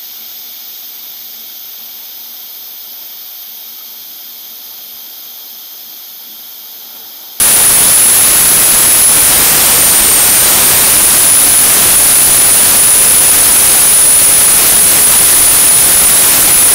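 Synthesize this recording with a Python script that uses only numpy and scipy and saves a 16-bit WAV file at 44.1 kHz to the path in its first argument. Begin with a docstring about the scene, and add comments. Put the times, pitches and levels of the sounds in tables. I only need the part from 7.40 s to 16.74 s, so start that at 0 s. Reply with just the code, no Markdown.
"""A piercing whine over a loud rush: a homemade turbocharger jet engine burns on its stand, very close.
The spinning compressor blades make the whine, which sags in pitch once, turns rough and recovers.
Behind it the flame roars, air hisses into the intake and gusts rumble at the small mono microphone.
The microphone is driven far into overload, so whine and rush crowd each other out."""
import sys
import numpy as np
from scipy import signal
from scipy.fft import rfft, irfft, next_fast_len
from scipy.io import wavfile

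SR = 44100
rng = np.random.default_rng(int(sys.argv[2]) if len(sys.argv) > 2 else 0)


def unload_audio(sound):
    """Save the sound as a 16-bit wav file, at the path given as the first command line argument."""
    columns = np.transpose(np.atleast_2d(sound))
    # keep every value between -1 and 1, then stretch to whole-number steps
    steps = np.round(np.clip(columns, -1, 1) * 32767)
    wavfile.write(sys.argv[1], SR, steps.astype(np.int16))


N = 411891

# how fast the shaft spins (time [s], speed [turns a second])
SHAFT_SPEED = [(0.0, 1219.9), (0.34, 1236.1), (0.52, 1249.9), (0.98, 1269.8), (1.56, 1272.0), (1.7, 1254.0),
               (2.05, 1180.1), (2.39, 1141.6), (2.76, 1120.9), (2.96, 1131.2), (3.54, 1211.6),
               (3.9, 1228.5), (4.4, 1234.2), (4.72, 1233.0), (5.2, 1236.3), (5.66, 1231.6), (6.3, 1235.1),
               (9.34, 1237.4)]
# the whine briefly swells (+) or fades (-) (time [s], length [s], change [dB])
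WHINE_SWELLS = [(0.19, 0.08, -1), (0.64, 0.093, 3), (1.22, 1, -3), (1.667, 0.061, 5.5), (2.22, 0.08, -3),
                (2.38, 0.14, 4.5), (3.131, 0.098, -2), (3.251, 0.092, 7), (3.75, 0.12, -2.5),
                (3.919, 0.13, 2), (4.36, 0.24, -3.5), (5.31, 0.08, -4.5), (5.42, 0.2, 1.5),
                (6.7, 0.42, 1.9), (7.26, 0.11, -4.5), (7.56, 0.091, -4), (8.12, 0.11, -0.5),
                (8.36, 0.15, 1.5), (8.51, 0.09, -3.5), (8.98, 0.17, -5.5)]
# unequal blades add tones just above the main whine (pitch [times the shaft speed], level [dB])
UPPER_TONES = [(9, -18.5), (10, -21.5), (11, -21)]
# the housing resonates and lifts those tones as they glide through (pitch [Hz], width [Hz], lift [dB])
HOUSING_RESONANCES = [(10140, 800, 6.5), (12730, 250, 4)]
# faint tones below the main whine (pitch [times the shaft speed], level [dB])
LOWER_TONES = [(5, -24), (6, -38), (7, -25)]
# tone colour of the burning jet (frequency [Hz], relative level [dB])
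ROAR_COLOUR = [(20, -7), (70, 2), (200, 1.5), (600, 0.5), (1500, -4), (3500, -9), (7000, -11.5),
               (16000, -19.5)]
# the flame flares up (time [s], length [s], lift [dB])
FLAME_FLARES = [(1.92, 0.16, 1.3), (4.43, 0.08, 2), (8.5, 0.072, 0)]
# tone colour of air torn by the compressor (frequency [Hz], relative level [dB])
HISS_COLOUR = [(2000, -14.5), (6000, -10), (8000, -4.5), (9500, -0.5), (10400, 1), (11200, -0.5),
               (12300, 2), (13400, -0.5), (14200, -2), (16000, -1.5), (21000, -11)]
# tone colour of air buffeting the microphone (frequency [Hz], relative level [dB])
RUMBLE_COLOUR = [(10, -4), (38, 0), (70, -13), (200, -32), (1000, -70)]
# the strongest gusts at the microphone (time [s], length [s], lift [dB])
STRONG_GUSTS = [(1.05, 0.2, 4), (2.65, 0.15, 5), (3.65, 0.3, 4), (4.88, 0.18, 8), (8.0, 0.35, 8),
                (8.62, 0.15, 6), (9.2, 0.2, 8)]


def compressor_whine(shaft_hz, rough, blades=8, whine_db=0.58, rough_db=-9.0, speed_wobble=0.0009):
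    """Each passing blade pushes the air, making a tone; rough flow weakens it and breaks it up."""
    wobbling_hz = shaft_hz * (1 + speed_wobble * eddies(corner_hz=2.5))
    shaft_angle = 2 * np.pi * np.cumsum(wobbling_hz) / SR
    flutter_db = (0.77 + 2.0 * rough) * eddies(corner_hz=30.4)
    level_db = whine_db + rough_db * rough + swells(WHINE_SWELLS) + flutter_db
    whine = gain(level_db) * fluttering_tone(blades * shaft_angle, scatter=0.34, corner_hz=92)
    for multiple, db in UPPER_TONES:
        pitch_hz = multiple * shaft_hz
        lift_db = sum(lift * bump(pitch_hz, hz, width) for hz, width, lift in HOUSING_RESONANCES)
        whine += gain(db + lift_db) * fluttering_tone(multiple * shaft_angle, scatter=0.35, corner_hz=30)
    for multiple, db in LOWER_TONES:
        whine += gain(db) * fluttering_tone(multiple * shaft_angle, scatter=0.31, corner_hz=30)
    return whine


def flame_roar(rough, roar_db=-3.5, rough_db=3.0, flicker_db=0.9):
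    """The burning jet roars and flickers, louder in rough flow."""
    level_db = roar_db + rough_db * rough + swells(FLAME_FLARES) + flicker_db * eddies(corner_hz=17)
    return gain(level_db) * noise(ROAR_COLOUR)


def intake_hiss(rough, hiss_db=-2.5, rough_db=2.5, flicker_db=1.0):
    """Air hisses over the compressor blades, louder in rough flow."""
    level_db = hiss_db + rough_db * rough + flicker_db * eddies(corner_hz=30)
    return gain(level_db) * noise(HISS_COLOUR)


def gust_rumble(rumble_db=-19, waver_db=1.5):
    """Stirred air rumbles at the microphone in uneven gusts."""
    level_db = rumble_db + swells(STRONG_GUSTS) + waver_db * eddies(corner_hz=3)
    return gain(level_db) * noise(RUMBLE_COLOUR)


def fluttering_tone(phase, scatter, corner_hz):
    """A tone of average strength 1; swirling air scatters part of it, so its level and timing flutter."""
    flutter = 1 + scatter * (eddies(corner_hz) + 1j * eddies(corner_hz))
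    return np.real(flutter * np.exp(1j * phase)) / np.sqrt(.5 + scatter ** 2)


def eddies(corner_hz):
    """The random wandering of swirling air, of typical size 1 and mostly slower than corner_hz."""
    smoothing = np.exp(-2 * np.pi * corner_hz / SR)
    wander = signal.lfilter([1 - smoothing], [1, -smoothing], rng.standard_normal(N))
    return wander / wander.std()


def noise(colour):
    """Noise of average strength 1, shaped by rows of (frequency [Hz], relative level [dB])."""
    hz, db = np.transpose(colour)
    size = next_fast_len(N)
    frequencies = np.maximum(np.fft.rfftfreq(size, 1 / SR), 1)
    shape = gain(np.interp(np.log(frequencies), np.log(hz), db))
    rush = irfft(rfft(rng.standard_normal(size)) * shape, size)[:N]
    return rush / rush.std()


def swells(events):
    """Smooth rises and dips in level, from rows of (time [s], length [s], change [dB])."""
    t = np.arange(N) / SR
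    return sum(db * bump(t, peak_time, length) for peak_time, length, db in events)


def bump(x, centre, width):
    """A bell-shaped curve of height 1; the width is taken at half height."""
    return 0.5 ** ((2 * (x - centre) / width) ** 2)


def gain(db):
    """Turns decibels into a number to multiply a sound by."""
    return 10 ** (np.asarray(db) / 20)


def scene():
    """One engine, alike in both channels; the shaft speed sets the pitch and how rough the airflow is."""
    shaft_hz = np.interp(np.arange(N) / SR, *np.transpose(SHAFT_SPEED))
    # the flow is rough in one range of speeds, crossed on the way down and again on the way up
    rough = bump(shaft_hz, centre=1167.5, width=65.5)  # 0 is smooth, 1 is roughest
    engine = compressor_whine(shaft_hz, rough) + flame_roar(rough) + intake_hiss(rough) + gust_rumble()
    return np.array([engine, engine])


def overload(sound, drive_db, bias, oversample=4):
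    """The overloaded input flattens the peaks of the wave; the bias makes it flatten one side more."""
    # finer time steps keep the new overtones from folding back as false lower tones
    driven = signal.resample_poly(sound, oversample, 1) * gain(drive_db)
    return signal.resample_poly(np.tanh(driven + bias), 1, oversample)


def thin_bass(sound, corner_hz, bass_db):
    """Turns down everything below corner_hz."""
    bass = signal.sosfilt(signal.butter(1, corner_hz, fs=SR, output="sos"), sound)
    return sound - (1 - gain(bass_db)) * bass


def record(dry, bottom_hz=20, top_hz=15700):
    """The microphone overloads, the bass is thinned, and the very bottom and top are cut off."""
    # big swings of the roar push the input to its limit and choke whine and hiss for an instant;
    # being lopsided, the overload also blends whine and hiss into a lower rush
    crushed = gain(-3.5) * overload(dry.mean(axis=0), drive_db=8, bias=1.0)
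    thinned = thin_bass(crushed - crushed.mean(), corner_hz=2470, bass_db=-8.5)
    centred = signal.sosfilt(signal.butter(1, bottom_hz, "high", fs=SR, output="sos"), thinned)
    top_cut = signal.firwin(1001, top_hz, fs=SR, window=("kaiser", 7))
    return np.tile(signal.fftconvolve(centred, top_cut, "same"), (2, 1))


dry = scene()
out = record(dry)
unload_audio(out)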